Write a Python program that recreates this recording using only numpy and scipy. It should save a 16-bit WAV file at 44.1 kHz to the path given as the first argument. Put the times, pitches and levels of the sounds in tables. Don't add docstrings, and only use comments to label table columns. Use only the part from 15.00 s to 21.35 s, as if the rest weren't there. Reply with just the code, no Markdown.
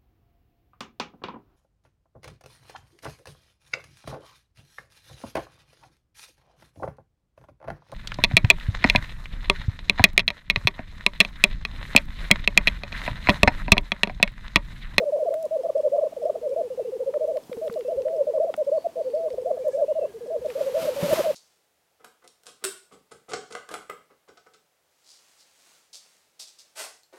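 import sys
import numpy as np
from scipy import signal
from scipy.fft import rfft, irfft
from scipy.io import wavfile
from scipy.ndimage import uniform_filter1d

SR = 44100
rng = np.random.default_rng(int(sys.argv[2]) if len(sys.argv) > 2 else 0)


def put_to_file(sound):
    columns = np.atleast_2d(sound).T
    safe = np.clip(columns, -1, 1)
    whole_steps = np.round(safe * 32767)
    wavfile.write(sys.argv[1], SR, whole_steps.astype(np.int16))


N = 279946


def undb(db):
    return 10 ** (np.asarray(db) / 20)


def add(out, s, x):
    i = int(s * SR)
    out[i:i + len(x)] += x[:N - i]


def noise(colour):
    hz, db = np.transpose(colour)
    f = np.maximum(np.arange(N // 2 + 1) * SR / N, 1)
    gain = undb(np.interp(np.log(f), np.log(hz), db))
    return irfft(rfft(rng.standard_normal(N)) * gain, N) * np.sqrt(SR / 2)


def walk(rate):
    k = int(SR / rate)
    held = np.repeat(rng.standard_normal(N // k + 1), k)
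    return uniform_filter1d(uniform_filter1d(held, k), k)[:N]


def band(x, lo_hz, hi_hz):
    edges = [lo_hz, min(hi_hz, .45 * SR)]
    return signal.sosfilt(signal.butter(2, edges, "bandpass", fs=SR, output="sos"), x)


def low(x, hz):
    return signal.sosfilt(signal.butter(2, hz, fs=SR, output="sos"), x)


def ring_down(t, t60):
    return 1000. ** (-t / t60)


def hz_to_sine(hz):
    return np.sin(2 * np.pi * np.cumsum(hz) / SR)


SAC_HZ, SAC_WIDTH_HZ = 566.9, 44.5
GLIDE_S = 0.01152
DROP_HZ, DROP_S, DROP_SHARE = 204, 0.00801, 0.064
RELEASE_S = 0.0022
HOLD_FADE_DB_PER_S, HOLD_RISE_HZ_PER_S = 50, 210
WOBBLE_HZ = 11.3
LEAK_DB = -23.5
LEAK_BEFORE_S, LEAK_S = 0.0044, 0.0037
LEAK_WAVER_DB = 4


def notes(table):
    tone, octave, wobble = np.zeros(N), np.zeros(N), walk(70)
    for (s, length, start_hz, settled_hz, db, attack), start in zip(table, rng.random(len(table))):
        t = np.arange(int(length * SR)) / SR
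        left = length - t
        glide = (settled_hz - start_hz) * np.exp(-t / GLIDE_S)
        drop = DROP_HZ * np.exp(-left / (DROP_S + DROP_SHARE * length))
        unsteady = WOBBLE_HZ * wobble[int(s * SR):][:len(t)]
        hz = settled_hz - glide - drop + HOLD_RISE_HZ_PER_S * t + unsteady
        phase = 2 * np.pi * (start + np.cumsum(hz) / SR)
        sac = np.abs(1 / (1 + 1j * (hz - SAC_HZ) / SAC_WIDTH_HZ))
        shape = (1 - np.exp(-t / max(attack, .002))) * (1 - np.exp(-left / RELEASE_S))
        shape = shape * undb(db - HOLD_FADE_DB_PER_S * t)
        add(tone, s, shape * sac * np.sin(phase))
        leak = np.exp(-((left - LEAK_BEFORE_S) / LEAK_S) ** 2) + undb(LEAK_DB)
        leak = leak * undb(LEAK_WAVER_DB * wobble[int(s * SR)])
        add(octave, s, shape * leak * np.sin(2 * phase))
    return tone, octave


NECK_HZ, MOUTH_HZ = (366, 832), (740, 1090)
COO_DB, OVERTONE_DB, COO_WAVER_DB = 1.91, -25.5, 2
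BOG_DB, BOG_T60_S = -17, .18
# [t/s, length/s, start f/Hz, f/Hz it settles towards,
# level/dB ahead of sac, neck and gain, attack/s (2 ms at least)]
SINGLE_COOS = [(0.0, 0.029, 554, 518, -16, 0.0018), (0.012, 0.03, 645, 712, -16.5, 0.0042),
               (0.051, 0.057, 630, 585, -18.5, 0.0063), (0.119, 0.051, 663, 612, -16, 0.0037),
               (0.153, 0.036, 740, 664, -17.5, 0.0062), (0.186, 0.066, 740, 621.7, -16.5, 0.0046),
               (0.218, 0.043, 460, 579, -16.5, 0.005), (0.255, 0.038, 700, 698, -16, 0.004),
               (0.3, 0.027, 463, 676, -21, 0.0036), (0.313, 0.035, 573, 740, -17, 0.007),
               (0.345, 0.12, 526, 650, -19.5, 0.0044), (0.436, 0.032, 696, 634, -18, 0.0069),
               (0.507, 0.065, 566, 665, -17, 0.0058), (0.578, 0.038, 500, 561, -18.5, 0.02),
               (0.633, 0.037, 637, 723, -15, 0.0027), (0.64, 0.019, 440, 740, -18.5, 0.0057),
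               (0.683, 0.023, 683, 670, -15, 0.0038), (0.746, 0.023, 428, 740, -16.5, 0.005),
               (0.762, 0.046, 632, 667, -16.4, 0.005), (0.83, 0.055, 551, 643, -15, 0.016),
               (0.846, 0.033, 564, 567, -17.5, 0.005), (0.912, 0.057, 443, 609, -15.5, 0.0088),
               (0.926, 0.069, 595, 694.7, -14, 0.0072), (0.973, 0.027, 483, 740, -17, 0.0048),
               (1.007, 0.036, 708, 637, -15, 0.0043), (1.035, 0.041, 675, 649, -17, 0.0061),
               (1.119, 0.014, 740, 740, -24.5, 0.0054), (1.162, 0.029, 667, 517, -22.5, 0.005),
               (1.214, 0.034, 732, 610, -21.5, 0.0031), (1.25, 0.056, 474, 740, -16, 0.0044),
               (1.284, 0.019, 693, 704, -13.5, 0.0053), (1.35, 0.012, 740, 740, -12, 0.0072),
               (1.425, 0.058, 616, 615, -18.5, 0.013), (1.495, 0.054, 370, 595, -22, 0.005),
               (1.559, 0.061, 540, 705, -15.5, 0.0024), (1.79, 0.037, 740, 482, -21, 0.0022),
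               (1.999, 0.041, 522, 548, -20, 0.0031), (2.06, 0.047, 480, 587, -19, 0.0043),
               (2.134, 0.045, 507, 653.5, -18.5, 0.0044), (2.204, 0.053, 571, 667, -17, 0.0079),
               (2.273, 0.051, 586, 680, -17, 0.0065), (2.353, 0.029, 657, 673, -18, 0.0074),
               (2.513, 0.053, 589, 467, -21.5, 0.0038), (2.612, 0.072, 585, 657, -18, 0.0062),
               (2.757, 0.023, 627, 721, -18.5, 0.0033), (2.875, 0.057, 393, 712, -19, 0.0025),
               (2.965, 0.047, 481, 579.5, -15.5, 0.014), (3.046, 0.17, 449.5, 641, -17.5, 0.0095),
               (3.179, 0.052, 636, 586, -16.5, 0.0082), (3.267, 0.045, 597, 634, -20, 0.0021),
               (3.335, 0.052, 607, 673, -15.5, 0.0022), (3.395, 0.053, 510, 726, -12, 0.0084),
               (3.465, 0.041, 746, 666, -16, 0.0058), (3.574, 0.056, 584, 629, -16, 0.01),
               (3.662, 0.039, 467, 636, -15.5, 0.015), (3.711, 0.075, 437, 671, -14, 0.0073),
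               (3.84, 0.03, 698, 736, -12, 0.0099), (3.954, 0.048, 544, 521, -22, 0.0045),
               (3.961, 0.06, 639, 671, -17, 0.011), (4.037, 0.06, 432, 560, -16.5, 0.03),
               (4.13, 0.16, 449, 645, -16.5, 0.0093), (4.254, 0.035, 674, 650, -19, 0.005),
               (4.332, 0.014, 740, 740, -26, 0.005), (4.376, 0.014, 740, 542, -22, 0.004),
               (4.409, 0.028, 480, 578, -24.5, 0.0057), (4.455, 0.06, 500, 740, -17, 0.0063),
               (4.498, 0.02, 695, 696, -14, 0.0023), (4.565, 0.016, 747, 717, -18, 0.005),
               (4.64, 0.056, 585, 630.6, -17, 0.017), (4.742, 0.077, 534, 584, -23, 0.0044),
               (4.772, 0.057, 558, 708.5, -15, 0.0034), (4.808, 0.042, 656, 598, -13, 0.019),
               (4.878, 0.05, 562, 642, -16, 0.0068), (4.95, 0.047, 613, 668, -16, 0.0095),
               (5.006, 0.038, 740, 490, -19.5, 0.0054), (5.02, 0.04, 700, 663, -18, 0.0069),
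               (5.257, 0.015, 646, 740, -30.5, 0.0043), (5.3, 0.07, 580, 662.5, -18.6, 0.0054),
               (5.444, 0.025, 620, 722, -17, 0.0058), (5.551, 0.029, 552, 606, -14.5, 0.019),
               (5.57, 0.054, 511, 691, -21.5, 0.0046), (5.6, 0.0205, 648, 650, -17, 0.0064),
               (5.653, 0.047, 473, 581, -15.5, 0.016), (5.735, 0.13, 421, 645, -18, 0.0029),
               (5.864, 0.04, 663, 614, -14.5, 0.014), (5.98, 0.042, 460, 646, -26.5, 0.0057),
               (6.017, 0.057, 379, 622, -19.5, 0.005), (6.08, 0.03, 527, 658, -19.5, 0.0045),
               (6.102, 0.037, 617, 687, -9, 0.012), (6.168, 0.049, 693, 633, -15.5, 0.0037),
               (6.23, 0.038, 678, 716, -14, 0.011), (6.264, 0.05, 590, 641, -14, 0.007)]


def grouse():
    tone, octave = notes(list(SINGLE_COOS) + roll_notes())
    neck = signal.butter(4, NECK_HZ, "bandpass", fs=SR, output="sos")
    tone = signal.sosfilt(neck, tone * undb(COO_DB + COO_WAVER_DB * walk(60)))
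    coo = tone + undb(OVERTONE_DB) * band(octave, *MOUTH_HZ)
    t = np.arange(SR // 2) / SR
    scatter = rng.standard_normal(len(t)) * ring_down(t, BOG_T60_S) * np.minimum(t / 0.02, 1)
    scatter = scatter / np.sqrt(np.sum(scatter ** 2))
    return coo + undb(BOG_DB) * signal.fftconvolve(coo, scatter)[:N]


# [f/Hz, level/dB per Hz ahead of the bass drift]
AIR_COLOUR = [(25, -99), (60, -88.5), (130, -85), (300, -80.5), (950, -88.5), (1400, -96.5), (2800, -98),
              (8000, -103), (12000, -105), (15800, -110)]


def still_air():
    air = noise(AIR_COLOUR)
    return air + low(air, 250) * (undb(2.5 * walk(4)) - 1)


# [t/s, peak level/dB, centre f/Hz]
CLICKS = [(0.3414, -34, 12000), (0.34, -35, 1630), (.427, -35, 8600), (.454, -38, 8150), (2.14, -30, 1120),
          (2.2767, -41.5, 12000), (2.370, -36.5, 2760), (2.3707, -43, 12000), (2.7276, -40, 12000),
          (2.792, -40, 11000), (4.102, -44.5, 2700), (5.052, -48, 1600), (2.529, -32, 2060),
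          (2.679, -34, 2100), (2.698, -31.5, 1250), (2.725, -39, 3430), (2.74, -38, 3800),
          (2.809, -34.5, 2100), (3.02, -40, 3350), (3.083, -39.5, 1600), (3.54, -24.5, 910),
          (3.5401, -27.5, 2080), (3.54, -38.5, 5130), (3.5648, -36, 13100), (4.303, -41, 2980),
          (4.682, -35, 13200), (5.460, -38.5, 4000), (5.502, -31, 1760)]


def clicks():
    out, t = np.zeros(N), np.arange(600) / SR
    for s, db, hz in CLICKS:
        crackle = .3 * rng.standard_normal(len(t)) * np.exp(-t / .002)
        snap = (t == 0) + crackle
        snap = band(band(snap, hz / 2.3, hz * 1.7), hz / 3, hz * 2)
        add(out, s, undb(db) * snap / np.abs(snap).max())
    return out


TICK_T60_S = 0.014
# [f/Hz, level/dB]
TICK_MODES = [(3300, -54), (5250, -50), (8400, -52)]
TICK_TIMES = [.634, .78, .812, 1.228, 1.253, 1.493, 2.437, 2.672, 2.879, 3.165, 3.648, 4.151, 4.329, 4.417,
              5.2719]


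def ticks():
    out, t = np.zeros(N), np.arange(600) / SR
    modes = sum(undb(db) * np.sin(2 * np.pi * hz * t) for hz, db in TICK_MODES)
    for s in TICK_TIMES:
        add(out, s, modes * ring_down(t, TICK_T60_S))
    return out


ROLL_PER_S = 14
ROLL_NOTE_S, ROLL_ATTACK_S = 0.0556, 0.0047
ROLL_LEAD_HZ = 26.8
# [first note t/s, last note t/s, first f/Hz, last f/Hz,
# first level/dB, last level/dB (ahead of sac, neck and gain)]
FAR_ROLLS = [(1.194, 1.917, 483.3, 511, -25.5, -22), (1.852, 2.331, 463.6, 508, -23, -24.5),
             (2.568, 3.194, 467.8, 536, -23.5, -21.5), (3.275, 3.415, 510, 603, -20.5, -23.5),
             (4.087, 4.73, 486.4, 537, -24.5, -23), (5.068, 5.205, 416, 487, -28.5, -25),
             (5.274, 5.959, 485.3, 546, -24, -25.5)]


def roll_notes():
    rows = []
    for first, last, hz0, hz1, db0, db1 in FAR_ROLLS:
        for u in np.linspace(0, 1, round((last - first) * ROLL_PER_S) + 1):
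            s = first + u * (last - first)
            hz = hz0 + u * (hz1 - hz0)
            db = db0 + u * (db1 - db0)
            rows.append((s, ROLL_NOTE_S, hz + ROLL_LEAD_HZ, hz, db, ROLL_ATTACK_S))
    return rows


CHIRP_ARCH_HZ = 150
# [t/s, length/s, top f/Hz, level/dB ahead of the waver]
FAR_CHIRPS = [(1.42, .05, 2330, -71), (1.515, 0.037, 2380, -63), (4.57, 0.035, 1720, -64),
              (4.612, .045, 2380, -60), (4.647, .055, 1770, -61), (4.712, .04, 1720, -59),
              (4.72, .04, 2330, -63), (4.786, 0.023, 1640, -59)]


def chirps():
    out = np.zeros(N)
    for s, length, top_hz, db in FAR_CHIRPS:
        u = np.arange(int(length * SR)) / (length * SR)
        hz = top_hz - CHIRP_ARCH_HZ * (2 * u - 1) ** 2
        add(out, s, undb(db) * np.sin(np.pi * u) ** .5 * hz_to_sine(hz))
    return out * undb(2.6 * walk(40))


# [t/s, length/s, level/dB ahead of tune and waver]
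FAR_WHISTLES = [(1.676, 0.23, -63), (2.692, .24, -61), (4.86, .255, -58)]
# [share of length, f/Hz ahead of smoothing, relative level/dB]
WHISTLE_TUNE = [(0, 2480, 1), (.2, 2880, -6), (.32, 2886, -5.5), (.48, 2800, -11), (.72, 2620, 2),
                (.86, 2800, -2), (1, 3350, -1)]


def whistles():
    out = np.zeros(N)
    share, tune_hz, tune_db = np.transpose(WHISTLE_TUNE)
    for s, length, db in FAR_WHISTLES:
        u = np.arange(int(length * SR)) / (length * SR)
        hz = uniform_filter1d(np.interp(u, share, tune_hz), size=1200)
        level = undb(db + np.interp(u, share, tune_db))
        add(out, s, level * np.sin(np.pi * u) ** 0.2 * hz_to_sine(hz))
    return out * undb(2.6 * walk(40))


# [middle t/s, half width/s, level/dB ahead of band and waver,
# low f/Hz, high f/Hz]
RUSTLES = [(2.62, 0.31, -60.5, 1800, 15000), (4.71, 0.13, -56, 4850, 8850),
           (6.133, .009, -30, 10500, 15000)]


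def rustles():
    t = np.arange(N) / SR
    out = np.zeros(N)
    for s, half, db, lo_hz, hi_hz in RUSTLES:
        swell = undb(db + 3.1 * walk(150)) * np.exp(-((t - s) / half) ** 2)
        out += swell * band(rng.standard_normal(N), lo_hz, hi_hz)
    return out


# [t/s, level/dB of the swing, f/Hz, t60/s]
KNOCKS = [(2.494, -33, 212, 0.048), (2.569, -27, 244, 0.027), (2.697, -28, 205, 0.027),
          (2.956, -44, 69, 0.27), (3.547, -36, 221, 0.033), (4.33, -46, 55, 0.2), (4.511, -35, 236, 0.059),
          (5.38, -46.5, 70, 0.38), (5.813, -49, 150, 0.18), (6.026, -17.5, 172, 0.094),
          (6.116, -26.5, 104, .1), (6.125, -18, 349, .06), (6.19, -16.5, 366, 0.041)]


def knocks():
    out, t = np.zeros(N), np.arange(SR // 3) / SR
    for s, db, hz, t60 in KNOCKS:
        rumble = band(rng.standard_normal(len(t)), hz, hz * 2.66)
        swing = np.sin(2 * np.pi * hz * t) + 0.65 * rumble / rumble.std()
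        onset = np.minimum(t / (0.061 * t60), 1)
        add(out, s, undb(db) * swing * onset * ring_down(t, t60))
    return out


def far_buzz():
    t = np.arange(N) / SR
    pushes = sum(np.exp(-((t - s) / 0.1) ** 2) for s in (3.79, 4.1))
    thin = undb(-48 + 3.4 * walk(110)) * pushes * band(rng.standard_normal(N), 4300, 4650)
    drawn_out = np.exp(-((t - 5.35) / 0.33) ** 4)
    lower = undb(-45.5 + 3.3 * walk(30)) * drawn_out * band(rng.standard_normal(N), 1600, 1700)
    return thin + lower


# [t/s, level/dB of the 1.3-15 kHz part ahead of the flutter]
HISS_WAVES = [(5.4, -67), (5.5, -51), (5.56, -51.5), (5.62, -46.5), (5.73, -50), (5.83, -39), (5.93, -45.5),
              (6.04, -37.5), (6.1, -36.5), (6.13, -34.5), (6.17, -35.5), (6.28, -41.5), (6.348, -49.5)]
# [f/Hz, relative level/dB per Hz]
HISS_COLOUR = [(40, -8.5), (160, 9), (400, 7), (950, 7.5), (1700, 1.5), (2800, 2), (5500, -3.5), (9000, -8),
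               (13200, -5.5), (15800, -19)]


def hiss():
    s, db = np.transpose(HISS_WAVES)
    air = noise(HISS_COLOUR)
    treble = band(air, 1300, 15000)
    air = air + low(air, 700) * (undb(4.2 * walk(30)) - 1)
    wave_db = np.interp(np.arange(N) / SR, s, db, left=-120)
    return air / treble.std() * undb(wave_db + walk(90))


def scene():
    birds = grouse() + chirps() + whistles() + far_buzz()
    close_by = clicks() + ticks() + rustles() + knocks()
    return (birds + close_by + hiss() + still_air())[None]


def record(dry):
    return signal.sosfilt(signal.ellip(10, .2, 70, 15850, fs=SR, output="sos"), dry)


dry = scene()
out = record(dry)
put_to_file(out)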